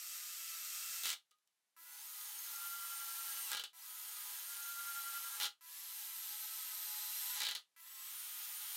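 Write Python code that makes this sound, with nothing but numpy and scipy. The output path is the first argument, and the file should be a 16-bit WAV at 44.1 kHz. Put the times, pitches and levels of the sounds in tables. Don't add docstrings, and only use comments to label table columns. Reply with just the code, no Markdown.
import sys
import numpy as np
from scipy import signal
from scipy.fft import rfft, irfft, next_fast_len
from scipy.io import wavfile
from scipy.ndimage import uniform_filter1d

SR = 44100
rng = np.random.default_rng(int(sys.argv[2]) if len(sys.argv) > 2 else 0)


def transcribe(signal):
    frames = np.atleast_2d(signal).T
    limited = np.clip(frames, -1, 1)
    pcm = np.round(limited * 32767).astype(np.int16)
    wavfile.write(sys.argv[1], SR, pcm)


N = 386316
TIME = np.arange(N) / SR
# [slip_s, crack_peak_db, ring_gain_db, knock_gain_db]
CLUTCH_SLIPS = [
    [(1.0349, -28, -39, -44), (1.0459, -30, -37, -44), (1.0562, -24, -37, -46), (1.0677, -25, -39, -46),
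     (1.0722, -29, -46, -52), (1.0797, -27, -39, -47), (1.0911, -25, -39, -47), (1.1026, -25, -39, -47),
     (1.1151, -29, -39, -47), (1.1293, -29, -38, -46)],
    [(3.5169, -23, -38, -36), (3.5315, -24, -36, -38), (3.5489, -27, -35, -40), (3.57, -27, -35, -41),
     (3.5954, -31, -36, -43), (3.6383, -28.5, -38, -47)],
    [(5.4005, -25, -36, -37), (5.4112, -24, -36, -39), (5.4216, -26, -35, -41), (5.4321, -24, -34, -41),
     (5.4431, -24, -33, -39), (5.4553, -28, -33, -39)],
    [(7.4038, -25, -35, -39), (7.4183, -24, -36, -41), (7.4336, -27, -34, -42), (7.4507, -29, -33, -42),
     (7.4669, -28, -32, -43), (7.4873, -27, -32, -44), (7.5117, -28, -35, -46), (7.5507, -28, -33, -45)],
]


def undb(db):
    return 10 ** (np.asarray(db) / 20)


def level(x, db):
    return x * undb(db) / np.sqrt(np.mean(x ** 2))


def spectrum_db(hz, table):
    at_hz, db = np.transpose(table)
    octaves_under = np.log2(np.maximum(at_hz[0] / hz, 1))
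    return np.interp(np.log(hz), np.log(at_hz), db) - 12 * octaves_under


def lift_db(hz, lifts):
    return sum(db / (1 + (2 * (hz - f) / w) ** 2) for f, w, db in lifts)


def colour(x, table, lifts=()):
    size = next_fast_len(len(x))
    hz = np.maximum(np.arange(size // 2 + 1) * SR / size, 1)
    gain = undb(spectrum_db(hz, table) + lift_db(hz, lifts))
    return irfft(rfft(x, size) * gain, size)[:len(x)]


def walk(rate, size):
    k = int(SR / rate)
    steps = np.repeat(rng.standard_normal(size // k + 1), k)
    return 1.2 * uniform_filter1d(uniform_filter1d(steps, k), k)[:size]


def column(table, k):
    return [(*row[:-5], row[k - 5]) for row in table]


def shop():
    # [frequency_hz, density_db_per_hz]
    hiss_spectrum = [(24, -49), (40, -6), (524, -7), (666, -5), (1960, -4), (12500, -7), (13200, -35)]
    hiss = level(colour(rng.standard_normal(N), hiss_spectrum), -86.5)
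    return hiss * undb(walk(1.7, N))


def room(x):
    tail_db, dull_t60_s, bright_decay_s = -9, 0.16, 0.085
    t = TIME[:SR // 2]
    tail = rng.standard_normal(len(t)) * 1000. ** (-t / dull_t60_s) * (t > .004)
    dull = signal.lfilter([.5], [1, -.5], tail)
    tail = tail * np.exp(-t / bright_decay_s) + dull
    unit_tail = tail / np.sqrt(np.sum(tail ** 2))
    return x + undb(tail_db) * signal.fftconvolve(x, unit_tail)[:N]


def ringing(table, t):
    out = 0
    for f, t60, db in table:
        gain = undb(db + 1.5 * rng.standard_normal())
        out = out + gain * np.sin(2 * np.pi * (f * t + rng.random())) * 1000. ** (-t / t60)
    return out


def blow(crack_db, ring_db, knock_db, k):
    # [frequency_hz, t60_s, burst_1_db .. burst_4_db, ticks_db]
    housing_modes = [(2885, .1, -6, -10, -5, -12, -8), (3014, .09, -9, -3, -8, -11, -9),
                     (3145, .09, -5, -8, -5, -7, -10), (3330, .12, -11, -9, -7, -7, -7),
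                     (3610, .1, -10, -10, -5, -8, -9), (3800, .08, -10, -12, -8, -4, -9),
                     (3930, .09, -6, -10, -7, -8, -4), (4095, .11, -9, -4, -4, -9, -12),
                     (4790, .1, -10, -8, -10, -14, -14)]
    # [frequency_hz, t60_s, burst_1_db .. burst_4_db, ticks_db]
    box_modes = [(428, .17, -15, -22, -22, -22, -20), (516, .12, -20, -16, -16, -18, -20),
                 (818, .1, -16, -8, -4, -14, -14), (965, .12, -9, -8, -10, -6, -14),
                 (1240, .17, -13, -6, -8, -8, 2), (1400, .12, -4, 0, 0, -6, -12),
                 (1636, .11, -8, -2, -4, -2, -14), (1970, .1, -6, -8, -5, 0, -12),
                 (2075, .12, -3, -12, -12, -8, -14), (2300, .09, -2, -6, -10, 0, -12)]
    t = TIME[:SR // 3]
    crack = colour(rng.standard_normal(len(t)), [(2000, -9), (4000, -3), (15000, -8)]) * np.exp(-t / .0012)
    dense_spectrum = [(300, -24), (800, -17), (1500, -10), (2400, -12), (3000, 1.5), (4200, 0.5),
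                      (5000, -7.5), (15000, -19.5)]
    dense = level(colour(rng.standard_normal(len(t)), dense_spectrum), -6.5) * 1000. ** (-t / 0.13)
    jolt = np.sin(2 * np.pi * 45 * t) * np.exp(-t / 0.0054)
    ring = 0.3 * ringing(column(housing_modes, k), t) + dense
    knock = 0.3 * ringing(column(box_modes, k), t) + undb(-31) * jolt
    body = undb(ring_db) * ring + undb(knock_db) * knock
    onset = np.minimum(t / 0.0015, 1)
    return undb(crack_db) * crack / np.abs(crack).max() + body * onset


def blows():
    # [tick_s, crack_peak_db, ring_gain_db, knock_gain_db]
    ticks = [(1.3102, -58, -68, -72), (1.3143, -54, -73, -65), (1.386, -67, -84, -95),
             (1.4749, -65, -80, -88), (2.212, -37, -52, -66), (4.168, -43, -49, -54),
             (8.138, -44, -54, -59)]
    out = np.zeros(N + SR)
    for k, rows in enumerate(CLUTCH_SLIPS + [ticks]):
        for s, *dbs in rows:
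            hit = blow(*dbs, k)
            first = int(s * SR)
            out[first:first + len(hit)] += hit
    return out[:N]


def whine(turns, order, db, waver_db=3.0, rate=45):
    gain = np.sqrt(2) * undb(db + waver_db * walk(rate, len(turns)))
    return gain * np.sin(2 * np.pi * (order * turns + rng.random()))


def brush_hiss(t, start, stall_db):
    # [frequency_hz, density_db_per_hz]
    brush_spectrum = [(8000, -30), (10500, -3), (13000, 0), (16000, -6)]
    hiss = level(colour(rng.standard_normal(len(t)), brush_spectrum), -60)
    return hiss * undb(stall_db) * np.minimum((t - start) / .04, 1)


def controller_buzz(t, start, place, lifts):
    buzz_hz, kick_db, kick_s = 332.4, 2.5, .12
    multiple_levels = [-71, -75, -71, -71, -75, -74, -79, -78]
    kick = kick_db * np.exp((start - t) / kick_s)
    out = 0
    for k, db in enumerate(multiple_levels, 1):
        body_db = spectrum_db(k * buzz_hz, place) + .4 * lift_db(k * buzz_hz, lifts)
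        out = out + whine(buzz_hz * t, k, db + body_db + kick)
    return out


def trigger(t, row):
    start_hz, spin_up_s, creep_hz_per_s, pull_s, sag_s = 117, .04, 11, .05, .55
    stall_hz, knee_s = 100, .01
    start_db, seat_db, seat_delay_s, surge_s, coast_db_per_hz = -16, 5.5, .062, .045, .36
    # [time_s, speed_change_hz]
    lean = [(.25, 0), (.59, -4), (.63, 1.5), (5.9, 0), (6.04, 2.5), (6.22, 0.2), (6.55, 3.6), (6.78, 0)]
    start, part_hz, full_s, full_hz, sag_hz, seat, release, stop, rattle_db, swell_s, depth_db, *_, brake = row
    part = part_hz - (part_hz - start_hz) * np.exp((start - t) / spin_up_s) + creep_hz_per_s * (t - start)
    sag = sag_hz * (1 - np.exp(np.minimum(full_s - t, 0) / sag_s))
    full = full_hz - sag + np.interp(t, *np.transpose(lean))
    free = part + (full - part) * np.clip((t - full_s) / pull_s + .5, 0, 1)
    braking = brake * knee_s * np.logaddexp(0, (t - seat) / knee_s)
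    hz = np.maximum(free - braking, stall_hz / 2)
    db = rattle_db + start_db * np.exp((start - t) / swell_s) + depth_db * (t - start)
    db = db + seat_db * np.clip((t - seat - seat_delay_s) / surge_s + 1, 0, 1)
    coast_hz_per_s = (full_hz - sag_hz - stall_hz) / (stop - seat)
    db = db - coast_db_per_hz * coast_hz_per_s * np.maximum(t - release, 0)
    return hz, db


def gear_rattle(turns, depth, stall_db, place, lifts):
    size = len(turns)
    throb = 1 + .15 * np.cos(2 * np.pi * turns)
    teeth = rng.standard_normal(size) * undb(1.5 * rng.exponential(size=size)) * throb
    shallow, deep = (colour(teeth, place, [(f, w, share * db) for f, w, db in lifts]) for share in (.6, 1.2))
    out = level(shallow + depth * (deep - shallow), -1.28) * undb(0.53 * walk(10.92, size))
    dull = uniform_filter1d(out, size=5)
    return dull + undb(stall_db) * (out - dull)


def motor_whines(turns, whines, tone_db, pulse_db, depth):
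    load_growth_db = 9
    orders = (6, 7.56, 8.21, 15, 32, 45, 46, 66, 74)
    out = 0
    for k, (db,) in zip(orders, whines):
        loose = 20 < k < 40
        load_db = (pulse_db + np.sign(k - 7) * load_growth_db * (depth - .7)) * (k < 20)
        waver_db, rate = (7.5, 260) if loose else (2.2, 45)
        out = out + whine(turns, k, db + tone_db + load_db, waver_db=waver_db, rate=rate)
    return out


def gear_squeal(t, turns, hz, row, tone_db, pulse_db):
    order, resonance_hz, width_hz, build_s, floor_db = 6.91, 1372, 38, .14, -25.5
    fade_db, fade_s = -9, .22
    seat, peak_db, squeal_s = row[5], row[11], row[12]
    resonance = undb(peak_db) / np.hypot(1, (2 * (order * hz - resonance_hz) / width_hz) ** 2)
    build = np.clip((t - squeal_s) / build_s, 0, 1)
    squeal_db = 20 * np.log10(undb(floor_db) + build * resonance)
    fade = fade_db * np.clip((t - seat) / fade_s + 1, 0, 1)
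    return whine(turns, order, squeal_db + tone_db + fade + pulse_db, waver_db=1.4)


def take_up_whine(t, turns, full_s, db):
    return whine(turns, 10.55, db, waver_db=2.1, rate=20) * np.clip((full_s - t) / .15, 0, 1)


def screw(row, place, whines, runout, lifts, take_up_db, slip_s):
    chuck_ratio, pulse_depth_db, let_go_s = 18.4, 5.5, .03
    start, _, full_s, *_, seat, _, stop, _, _, _, _, _, _ = row
    first = max(int(start * SR), 0)
    t = TIME[first:int(stop * SR)]
    hz, rattle_db = trigger(t, row)
    depth = (t - start) / (stop - start)
    chuck = 2 * np.pi * np.cumsum(hz) / SR / chuck_ratio
    chuck = chuck - np.interp(seat, t, chuck)
    wobble, wobble_phase, pulse_phase = runout
    pulse_db = pulse_depth_db * depth * np.cos(chuck + pulse_phase)
    tremble = wobble * depth * np.cos(chuck + wobble_phase) + .003 * walk(70, len(t))
    turns = np.cumsum(hz * (1 + tremble)) / SR
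    stall_db = 70 * np.minimum(np.log10(hz / np.maximum.accumulate(hz) / .92), 0)
    let_go_db = -20 * np.clip((t - slip_s) / let_go_s + 1, 0, 2)
    tone_db = .8 * np.minimum(rattle_db + 50, 0) + stall_db + let_go_db
    out = gear_rattle(turns, depth, stall_db, place, lifts)
    out = out + motor_whines(turns, whines, tone_db, pulse_db, depth)
    out = out + gear_squeal(t, turns, hz, row, tone_db, pulse_db)
    out = out + take_up_whine(t, turns, full_s, take_up_db)
    out = out * undb(rattle_db) + controller_buzz(t, start, place, lifts) + brush_hiss(t, start, stall_db)
    return np.pad(out, (first, N - first - len(t)))


def scene():
    # [trigger_s, part_pull_speed_hz, full_pull_s, full_speed_hz, load_sag_hz, head_seats_s,
    #  release_s, stop_s, rattle_db, rattle_swell_s, depth_growth_db_per_s, squeal_peak_db (over the rattle),
    #  squeal_start_s, seating_brake_hz_per_s]
    screws = [(-0.7, 150, -0.5, 180, 2.5, 1.01, 1.115, 1.145, -49.3, .1, 2.8, -14, .1, 350),
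              (1.765, 137, 2.04, 207.5, 12, 3.45, 3.52, 3.645, -48.5, .17, 2.2, -10.5, 2.44, 490),
              (3.732, 135, 3.835, 213.5, 16, 5.36, 5.465, 5.475, -49, .075, 2.2, -7, 4.42, 400),
              (5.609, 165.5, 5.885, 195, 15.5, 7.325, 7.425, 7.56, -49.3, .085, 3.8, -14, 6.4, 540),
              (7.763, 175.5, 8.118, 209, 7, 9.5, 9.6, 9.7, -47.8, .14, 2.5, -16, 8.6, 500)]
    # [frequency_hz, screw_1_db_per_hz .. screw_5_db_per_hz]
    places = [(205, -52, -45.0, -45, -43.0, -38), (347, -34, -23, -26, -32.5, -34.5),
              (666, -21.5, -25, -24, -30.5, -31.5), (839, -21, -9.5, -10.5, -14, -11.5),
              (1350, -11, -10.5, -11, -12.5, -11), (2340, -4.5, -7, -7, -8.0, -7.0),
              (3200, -5.5, -4.5, -4, -4.5, -3), (4870, -1.5, -4, -4.5, -4.5, -5.5),
              (8400, 1, -3, -3, -4.0, -4.5), (9300, -4.5, -4.0, -3.5, -5.5, -7.5),
              (13000, -3.5, 1, 1, 2, 1.5), (15400, -2, -4.0, -7.5, -12.5, -4.5),
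              (15900, -20, -8.5, -9.0, -11.0, -6)]
    # [frequency_hz, width_hz, screw_1_lift_db .. screw_5_lift_db]
    box = [(356, 44, 2, 7, 7, 1.8, 2), (516, 56, 3.7, 7.7, 10, 7.7, 15.4), (842, 25, 4, 9.4, 8, 12, 4.8),
           (1000, 14, 3, 5.2, 9.8, 18, 4.4), (1342, 89, 9.5, 8.1, 11, 4.3, 5.4),
           (1630, 36, 3.3, 8, 11, 5, 2.5), (1965, 60, 3, 7.3, 8, 9.1, 3.9), (2650, 40, 7, 1.1, 1, 1, 1),
           (3200, 110, 6, 1.5, 1.5, 1.5, 3), (4040, 110, 1.2, 4.5, 5, 7, 3)]
    whine_levels = [(-50, -27, -25, -48, -30), (-22, -45, -45, -45, -45), (-34, -30, -27, -26.5, -36.5),
                    (-22, -21, -24, -29, -28), (-24.5, -21, -22, -26, -27), (-28, -11.5, -11.5, -15, -11),
                    (-22, -18, -28.5, -20.5, -24), (-13, -9.5, -9, -10.5, -11),
                    (-14.5, -15, -22, -9.5, -23)]
    runouts = [(0.003, 3, 3.5), (0.003, -2.5, -1.96), (0.008, .4, .88), (0.008, -.85, -.35),
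               (0.002, -0.9, 4)]
    take_up_levels = [-40, -14, -24, -24, -28]
    first_slips = [rows[0][0] for rows in CLUTCH_SLIPS] + [np.inf]
    drill = np.zeros(N)
    for k, row in enumerate(screws):
        drill += screw(row, column(places, k), column(whine_levels, k), runouts[k], column(box, k),
                       take_up_levels[k], first_slips[k])
    return np.tile(room(drill + blows()) + shop(), (2, 1))


def record(dry):
    thin = signal.sosfilt(signal.butter(1, 250, "high", fs=SR, output="sos"), dry)
    return signal.sosfilt(signal.ellip(10, .2, 70, 15830, fs=SR, output="sos"), thin)


dry = scene()
out = record(dry)
transcribe(out)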